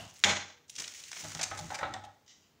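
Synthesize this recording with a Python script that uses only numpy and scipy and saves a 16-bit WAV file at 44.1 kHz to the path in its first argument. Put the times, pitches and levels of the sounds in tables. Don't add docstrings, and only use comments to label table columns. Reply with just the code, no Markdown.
import sys
import numpy as np
from scipy import signal
from scipy.fft import rfft, irfft, next_fast_len
from scipy.io import wavfile
from scipy.ndimage import uniform_filter1d, map_coordinates

SR = 44100
rng = np.random.default_rng(int(sys.argv[2]) if len(sys.argv) > 2 else 0)


def unload_audio(sound):
    columns = np.transpose(np.atleast_2d(sound))
    steps = np.round(np.clip(columns, -1, 1) * 32767)
    wavfile.write(sys.argv[1], SR, steps.astype(np.int16))


def voltage_ratio(level):
    return 10 ** (np.asarray(level, float) / 20)


N = 114660


def unit(x):
    return x / np.sqrt(np.mean(x ** 2) + 1e-20)


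def along(points, hz):
    f, value = np.transpose(points)
    return np.interp(np.log(hz + 1), np.log(f + 1), value)


def filtered(x, response):
    size = next_fast_len(len(x) + 8192)
    hz = np.fft.rfftfreq(size, 1 / SR)
    return irfft(rfft(x, size) * response(hz), size)[:len(x)]


def noise(colour, size):
    return unit(filtered(rng.standard_normal(size), lambda hz: voltage_ratio(along(colour, hz))))


def banded(bands, size):
    def resonances(f):
        total = 0
        for k, (centre, width, db) in enumerate(bands):
            bandpass = 1j * f * width / (centre ** 2 - f ** 2 + 1j * f * width)
            total = total + (-1) ** k * voltage_ratio(db) * bandpass
        return total
    return unit(filtered(rng.standard_normal(size), resonances))


def wobble(rate):
    knots = rng.standard_normal(int(N * rate / SR) + 4)
    return map_coordinates(knots, [np.arange(N) * rate / SR])


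def ring(modes, t, attack_s, scatter_db):
    hz, db, t60 = np.transpose(modes)[:, :, None]
    level_luck, pitch_luck = rng.standard_normal((2, len(modes), 1))
    decay = voltage_ratio(db + scatter_db * level_luck - 60 * t / t60)
    tones = decay * np.sin(2 * np.pi * hz * (1 + 0.012 * pitch_luck) * t)
    return tones.sum(0) * (1 - np.exp(-t / attack_s))


# (frequency [Hz], t60 [s])
KITCHEN_T60 = [(100, 0.47), (500, 0.43), (2000, 0.45), (6000, 0.47), (12000, 0.27), (15000, 0.22)]


def echo(x, swell_s):
    hz, t, z = signal.stft(x, SR, nperseg=256)
    fade = voltage_ratio(-60 * t / along(KITCHEN_T60, hz)[:, None])
    swell = 1 - np.exp(-t / swell_s)
    return signal.istft(z * fade * swell, SR, nperseg=256)[1]


def room(x, swell_s):
    tail = echo(rng.standard_normal(SR * 3 // 4), swell_s)
    return signal.fftconvolve(x, tail / np.linalg.norm(tail))


def add(track, s, x):
    i = round((s + 1) * SR)
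    track[i:i + len(x)] += x[:len(track) - i]


# (time [s], peak level [dB], fold note [Hz], body level [dB], length [s])
FOLD_SNAPS = [(0.1905, -49.5, 9010, -8, .004), (0.68, -59, 6500, -38, 0.015),
              (0.6957, -38, 6850, -47.5, 0.0053), (0.7525, -40, 5950, -33, .005),
              (0.7612, -37, 5060, -45, .005), (0.7816, -39, 3180, -11.5, .004),
              (0.786, -35.5, 5680, -7.5, .006), (0.7976, -31, 6100, -44, .007),
              (0.8065, -41.5, 6530, -32, 0.004), (0.82, -37, 6370, -4.5, 0.0031),
              (0.8395, -37, 3046, -10.5, .008), (0.8775, -34.5, 4700, -12, 0.0031),
              (0.8825, -47.5, 6650, -4, 0.0015), (0.9577, -46, 7300, -29, 0.0027),
              (1.037, -37.5, 3756, -30, 0.0016), (1.1159, -34.5, 5300, -6, 0.0023),
              (1.1294, -35.5, 3000, 1.5, 0.0021), (1.1644, -40, 2420, -1.5, .01),
              (1.237, -41, 6400, -21, .004), (1.25, -45.5, 6400, -14.5, .01), (1.3034, -50, 5710, -3, .003),
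              (1.319, -43.5, 6300, 3.5, .002), (1.3482, -32, 6100, -10.5, 0.0019),
                (1.3705, -43.5, 3170, 0, 0.0043), (1.3917, -36.5, 3220, 2, 0.013),
                (1.4128, -29.5, 5200, -4, 0.0087), (1.4292, -24.5, 6200, -10.5, 0.011),
                (1.5034, -44, 6600, -1, 0.0086), (1.549, -45.5, 6500, 2, .003),
                (1.573, -39.5, 7400, -4, 0.011), (1.5895, -37, 3970, -26, 0.0073),
                (1.61, -40.5, 6500, -13, 0.0013), (1.7027, -45, 3980, -4, 0.0037),
                (1.7438, -36, 5560, 1, 0.015), (1.7882, -40.5, 5700, 4.5, 0.0053),
                (1.938, -35.5, 3550, -25, 0.0037), (2.037, -52, 3000, -11, 0.018)]
# (time [s], peak level [dB], t60 [s])
AIR_TICKS = [(.14, -60, .03), (.1905, -58.5, 0.025), (.6957, -53, 0.066), (.786, -63, 0.034),
             (.82, -51.5, 0.018), (1.037, -67, 0.038), (1.1294, -62.5, .03), (1.3485, -60, .04),
             (1.4126, -61.5, 0.063), (1.4306, -52, 0.052), (1.505, -60, 0.052), (1.5483, -62, 0.013),
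             (1.5877, -54.5, 0.12), (1.7474, -61, .05), (2.05, -65, 0.033)]
# (frequency [Hz], level [dB per Hz])
SNAP_COLOUR = [(1470, -24.5), (2500, -7.5), (3890, -1.5), (4130, -7), (6430, 1.5), (9500, -13.5),
               (12400, -51), (20900, -120)]
SNAP_BODY = [(300, -25), (600, -8.5), (1400, -2), (2400, 2.5), (3500, -38)]
SNAP_AIR = [(8000, -44), (9500, 7.5), (13300, -9.5), (14800, 4.5), (15800, 0.5)]


def snaps():
    track, t = np.zeros(N + SR), np.arange(SR // 8) / SR
    rise_s, t60_s = .0006, .018
    fold_db, fold_q = -1, 3.5
    paper_top_hz, room_db = 10300, -9.5
    for s, db, fold_hz, body_db, length_s in FOLD_SNAPS:
        burst = noise(SNAP_COLOUR, len(t)) + voltage_ratio(body_db) * noise(SNAP_BODY, len(t))
        burst = burst + voltage_ratio(fold_db) * banded([(fold_hz, fold_hz / fold_q, 0)], len(t))
        burst = filtered(burst, lambda hz: 1 / (1 + (hz / paper_top_hz) ** 6))
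        grit = voltage_ratio(1.5 * unit(uniform_filter1d(rng.standard_normal(len(t)), size=30)))
        front_db = 6 * np.exp(-t / .002)
        fade_db = -60 * np.maximum(t - length_s, 0) / t60_s
        shape = voltage_ratio(db - 7.5 + front_db + fade_db) * (1 - np.exp(-t / rise_s))
        snap = shape * grit * burst
        add(track, s, snap)
        add(track, s, voltage_ratio(room_db) * room(snap, 0.0027))
    for s, db, t60 in AIR_TICKS:
        add(track, s, voltage_ratio(db - 60 * t / t60) * noise(SNAP_AIR, len(t)))
    return track[SR:]


# (time [s], hiss level [dB], drag level relative to hiss [dB])
STROKES = [(0, -55.5, -22.5), (.23, -55, -15.5), (.4, -81, -25), (.67, -96, -23), (.72, -64, -30.5),
           (0.802, -45.5, -7.5), (.9, -49, -11), (1.088, -49, -23), (1.188, -42.5, -8.5), (1.32, -45, -15),
           (1.5, -58, 3.5), (1.701, -49.5, -8), (1.851, -58, -15), (2.1, -80.5, -13.5), (2.6, -85, 4)]
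# (frequency [Hz], level [dB per Hz])
HISS = [(710, -38), (1200, -21), (1970, -4), (4430, -5.5), (6520, 1), (12300, -25), (13900, -31),
        (14800, -13.5), (15800, -19.5)]
DRAG = [(200, -5), (700, -6.5), (1500, -4.5), (3000, -11.5), (5000, -31.5)]


def slide():
    s, level_db, low_db = np.transpose(STROKES)
    t = np.arange(N) / SR
    crinkles_per_s, crinkle_s, crinkle_db, spread_db = 250, .006, -6, 3
    sparks = rng.random(N) < crinkles_per_s / SR
    sparks = sparks * voltage_ratio(spread_db * np.minimum(rng.exponential(size=N), 3))
    grains = signal.lfilter([1], [1, -np.exp(-7 / (crinkle_s * SR))], sparks)
    roughness = voltage_ratio(2.5 * wobble(40)) + voltage_ratio(crinkle_db) * unit(grains)
    rough = rng.standard_normal(N) * roughness
    hiss = unit(filtered(rough, lambda hz: voltage_ratio(along(HISS, hz))))
    drag = noise(DRAG, N) * voltage_ratio(np.interp(t, s, low_db) + 3.5 * wobble(30))
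    return voltage_ratio(np.interp(t, s, level_db) - 2) * (hiss + drag)


# (time [s], peak level [dB], upper mode level [dB])
CLACKS = [(1.237, -38.5, -7.5), (1.247, -41.5, 7), (1.35, -37.5, 3), (1.392, -31.5, 1.5), (1.41, -36.5, 8),
          (1.5135, -30.5, 4.5), (1.588, -31.5, -4.5), (1.703, -32, 4.5), (1.719, -29, -4), (1.734, -31, -2),
          (1.788, -34.5, 7.5), (1.81, -30.5, 1), (1.8295, -20.5, 1), (1.853, -30, 0), (1.869, -31, -5.5),
          (1.9385, -29, 0.5), (1.964, -40.5, 3.5), (2.039, -36, -9), (2.062, -46, -1), (2.085, -43, -10)]
# (frequency [Hz], level [dB], t60 [s])
TRAY_LOW = [(608.6, -7, 0.082), (766, -5, 0.14), (809, -3.5, 0.14), (846.3, -7.5, 0.19), (982, -12, 0.045)]
TRAY_UPPER = [(1301, -15.5, 0.23), (1458, -12.5, 0.079), (1670, -27, .05), (1891, -10.5, .04),
              (2260, -23, 0.037), (3680, -13.5, 0.021)]
# (frequency [Hz], level [dB per Hz])
CLATTER = [(300, -28), (550, 6), (800, 10), (1000, 3.5), (1900, 5), (2700, -9), (3700, -4.5), (8000, -48)]


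def tray():
    track, t = np.zeros(N + SR), np.arange(SR // 4) / SR
    clatter_db, clatter_t60_s, room_db = 0.5, 0.093, -10.5
    for s, db, upper_db in CLACKS:
        hit = ring(TRAY_LOW, t, .0018, scatter_db=2)
        hit = hit + voltage_ratio(upper_db) * ring(TRAY_UPPER, t, .0008, scatter_db=3)
        rattle = voltage_ratio(clatter_db + upper_db - 3.5 - 60 * t / clatter_t60_s) * (1 - np.exp(-t / 0.00044))
        hit = hit + rattle * noise(CLATTER, len(t))
        add(track, s, voltage_ratio(db - 7) * hit)
        add(track, s, voltage_ratio(db - 2.5 + room_db) * room(hit, 0.0034))
    return track[SR:]


# (time [s], peak level [dB], panel note level [dB])
THUDS = [(0.796, -63, 4.5), (1.239, -45, -0.5), (1.355, -43.5, 3), (1.502, -42.5, -16), (1.613, -44.5, 4.5),
         (1.649, -46.5, 8), (1.69, -47.5, -3.5), (1.821, -40, -8), (1.897, -40, -28), (2.054, -60, -31)]
# (frequency [Hz], level [dB], t60 [s])
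SLAB = [(76.4, -19, 0.058), (100.7, -15, 0.4), (128, 1, 0.035), (291, -1.5, 0.039), (224, -5, 0.057)]
PANEL = [(157.2, -6.5, 0.37)]


def counter():
    track, t = np.zeros(N + SR), np.arange(SR // 3) / SR
    for s, db, panel_db in THUDS:
        slab = voltage_ratio(db - 3.0) * ring(SLAB, t, 0.0029, scatter_db=-0.5)
        panel = voltage_ratio(db + panel_db + 4.5) * ring(PANEL, t, 0.0041, scatter_db=0.5)
        add(track, s - .006, slab + panel)
        add(track, s, voltage_ratio(9.0) * room(slab, 0.0032))
    return track[SR:]


# (frequency [Hz], level [dB], t60 [s])
CRACK = [(1700, -11, .004), (2400, -10, .004), (3600, -10, .004)]
# (frequency [Hz], width [Hz], level [dB])
KNOCK_BANDS = [(1480, 70, -4.5), (2018, 280, 1.5), (3325, 360, -0.5), (5300, 990, -9.5), (6905, 520, -4)]
# (frequency [Hz], level [dB per Hz])
KNOCK_COLOUR = [(76, -53), (130, -4.5), (186, -8), (549, -8), (803, -4.5), (2180, -6), (4860, -14.5),
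                (6430, -7.5), (12800, -43.5), (15000, -32.5)]
# (frequency [Hz], width [Hz], level [dB])
ECHO_RINGS = [(608, 7.5, 4.5), (784, 11, -6.5), (858, 18, -8.5), (992, 5.3, -4.5), (1250, 12, 1.5),
              (1573, 20, 2.5), (1630, 14, -7.5), (1933, 25, 1), (2240, 30, 0.5), (3500, 25, -1),
              (3616, 22, -0.5), (4020, 43, -1), (4280, 33, -4.5), (6690, 50, -6.5)]
# (frequency [Hz], level [dB], rise [s], t60 [s])
BOOM = [(92.4, -30, 0.057, 0.42), (554.4, -39, .01, .2), (201.3, -30, 0.027, 0.33),
        (802.5, -28.5, 0.022, .4)]
# (frequency [Hz], level [dB], t60 [s])
SETTLING_NOTE = (470, -62, 0.72)
# (frequency [Hz], level [dB per Hz])
EARLIER_COLOUR = [(40, -20), (105, -3), (430, -22.5), (700, -10), (2500, -25), (2830, -9.5), (3200, -20.5),
                  (12000, -34)]


def knocks():
    track, t = np.zeros(N + SR), np.arange(SR * 3 // 4) / SR
    knock_s, hold_s, t60_s = .2385, .008, .03
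    knock_db, crack_db, echo_db = -18.5, 9, -22
    crack = ring(CRACK, t, .0002, scatter_db=0)
    crack = signal.sosfilt(signal.butter(2, 1500, 'high', fs=SR, output='sos'), crack)
    shape = voltage_ratio(-60 * np.maximum(t - hold_s, 0) / t60_s)
    add(track, knock_s, voltage_ratio(knock_db) * shape * banded(KNOCK_BANDS, len(t)))
    add(track, knock_s, voltage_ratio(crack_db) * crack)

    answer = noise(KNOCK_COLOUR, len(t))
    answer = answer + voltage_ratio(-3) * banded(KNOCK_BANDS, len(t))
    answer = answer + voltage_ratio(-3) * banded(ECHO_RINGS, len(t))
    far_wall_db = 2 * np.exp(-((t - .06) / .02) ** 2)
    answer = answer * voltage_ratio(far_wall_db + 1.5 * wobble(90)[:len(t)])
    add(track, knock_s, voltage_ratio(echo_db) * echo(answer, 0.032))
    for hz, db, rise_s, t60 in BOOM:
        add(track, knock_s, ring([(hz, db, t60)], t, rise_s, scatter_db=0))
    add(track, 0.5, ring([SETTLING_NOTE], t, 0.026, scatter_db=5.5))
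    add(track, -.05, voltage_ratio(-37.5) * echo(noise(EARLIER_COLOUR, len(t)), .005))
    return track[SR:]


# (time [s], peak level [dB])
FAR_TICKS = [
    (2.2629, -53),
    (2.2786, -43.5),
    (2.421, -56.5),
]
# (frequency [Hz], width [Hz], level [dB])
FAR_BANDS = [(2000, 190, -11.5), (3030, 110, -0.5), (3450, 190, -15), (4740, 52, 1), (5200, 250, -9),
             (6200, 110, -2), (6540, 150, -7), (7150, 200, -8), (7660, 560, -15)]


def far_ticks():
    track, t = np.zeros(N + SR), np.arange(SR * 3 // 4) / SR
    for s, db in FAR_TICKS:
        contact = banded(FAR_BANDS, len(t)) + voltage_ratio(-4.5) * noise(SNAP_COLOUR, len(t))
        contact = unit(filtered(contact, lambda hz: 1 / (1 + (hz / 8000) ** 14)))
        tick = voltage_ratio(db - 8 - 60 * t / 0.042) * contact
        add(track, s, tick)
        add(track, s, voltage_ratio(6.5) * room(tick, 0.011))
    return track[SR:]


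# (frequency [Hz], level [dB per Hz])
FLOOR = [(25, -31), (70, 3.5), (300, -3.5), (1300, -12), (6500, -19), (9500, -30), (13800, -26.5),
         (15300, -21)]


def room_floor():
    return voltage_ratio(-69.5 + 0.77 * wobble(18)) * noise(FLOOR, N)


def scene():
    paper = snaps() + slide()
    kitchen = tray() + counter() + knocks() + far_ticks() + room_floor()
    return np.tile(paper + kitchen, (2, 1))


def band_limit(x):
    return signal.sosfilt(signal.butter(12, 16670, fs=SR, output="sos"), x)


# (time [s], length [s])
APART = [(0.244, 0.0046), (0.689, 0.0052), (0.786, 0.033), (1.2, 0.018), (1.411, 0.01), (1.578, 0.029),
         (1.923, 0.034)]


def record(dry):
    low_cut_hz, top_hz = 44, 15750
    apart_hz, apart_db = 4600, -5
    mid = filtered(dry[0], lambda hz: (hz < top_hz) / (1 + (low_cut_hz / (hz + 1)) ** 4))
    hz, t, z = signal.stft(mid, SR, nperseg=256)
    gate = voltage_ratio(apart_db) * sum((t >= s) * (t < s + length_s) for s, length_s in APART)
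    treble = z * gate * (hz > apart_hz)[:, None]
    turned = treble * np.exp(2j * np.pi * rng.random(z.shape))
    side = signal.istft(turned, SR, nperseg=256)[1][:N]
    return band_limit(np.array([mid + side, mid - side]))


dry = scene()
out = record(dry)
unload_audio(out)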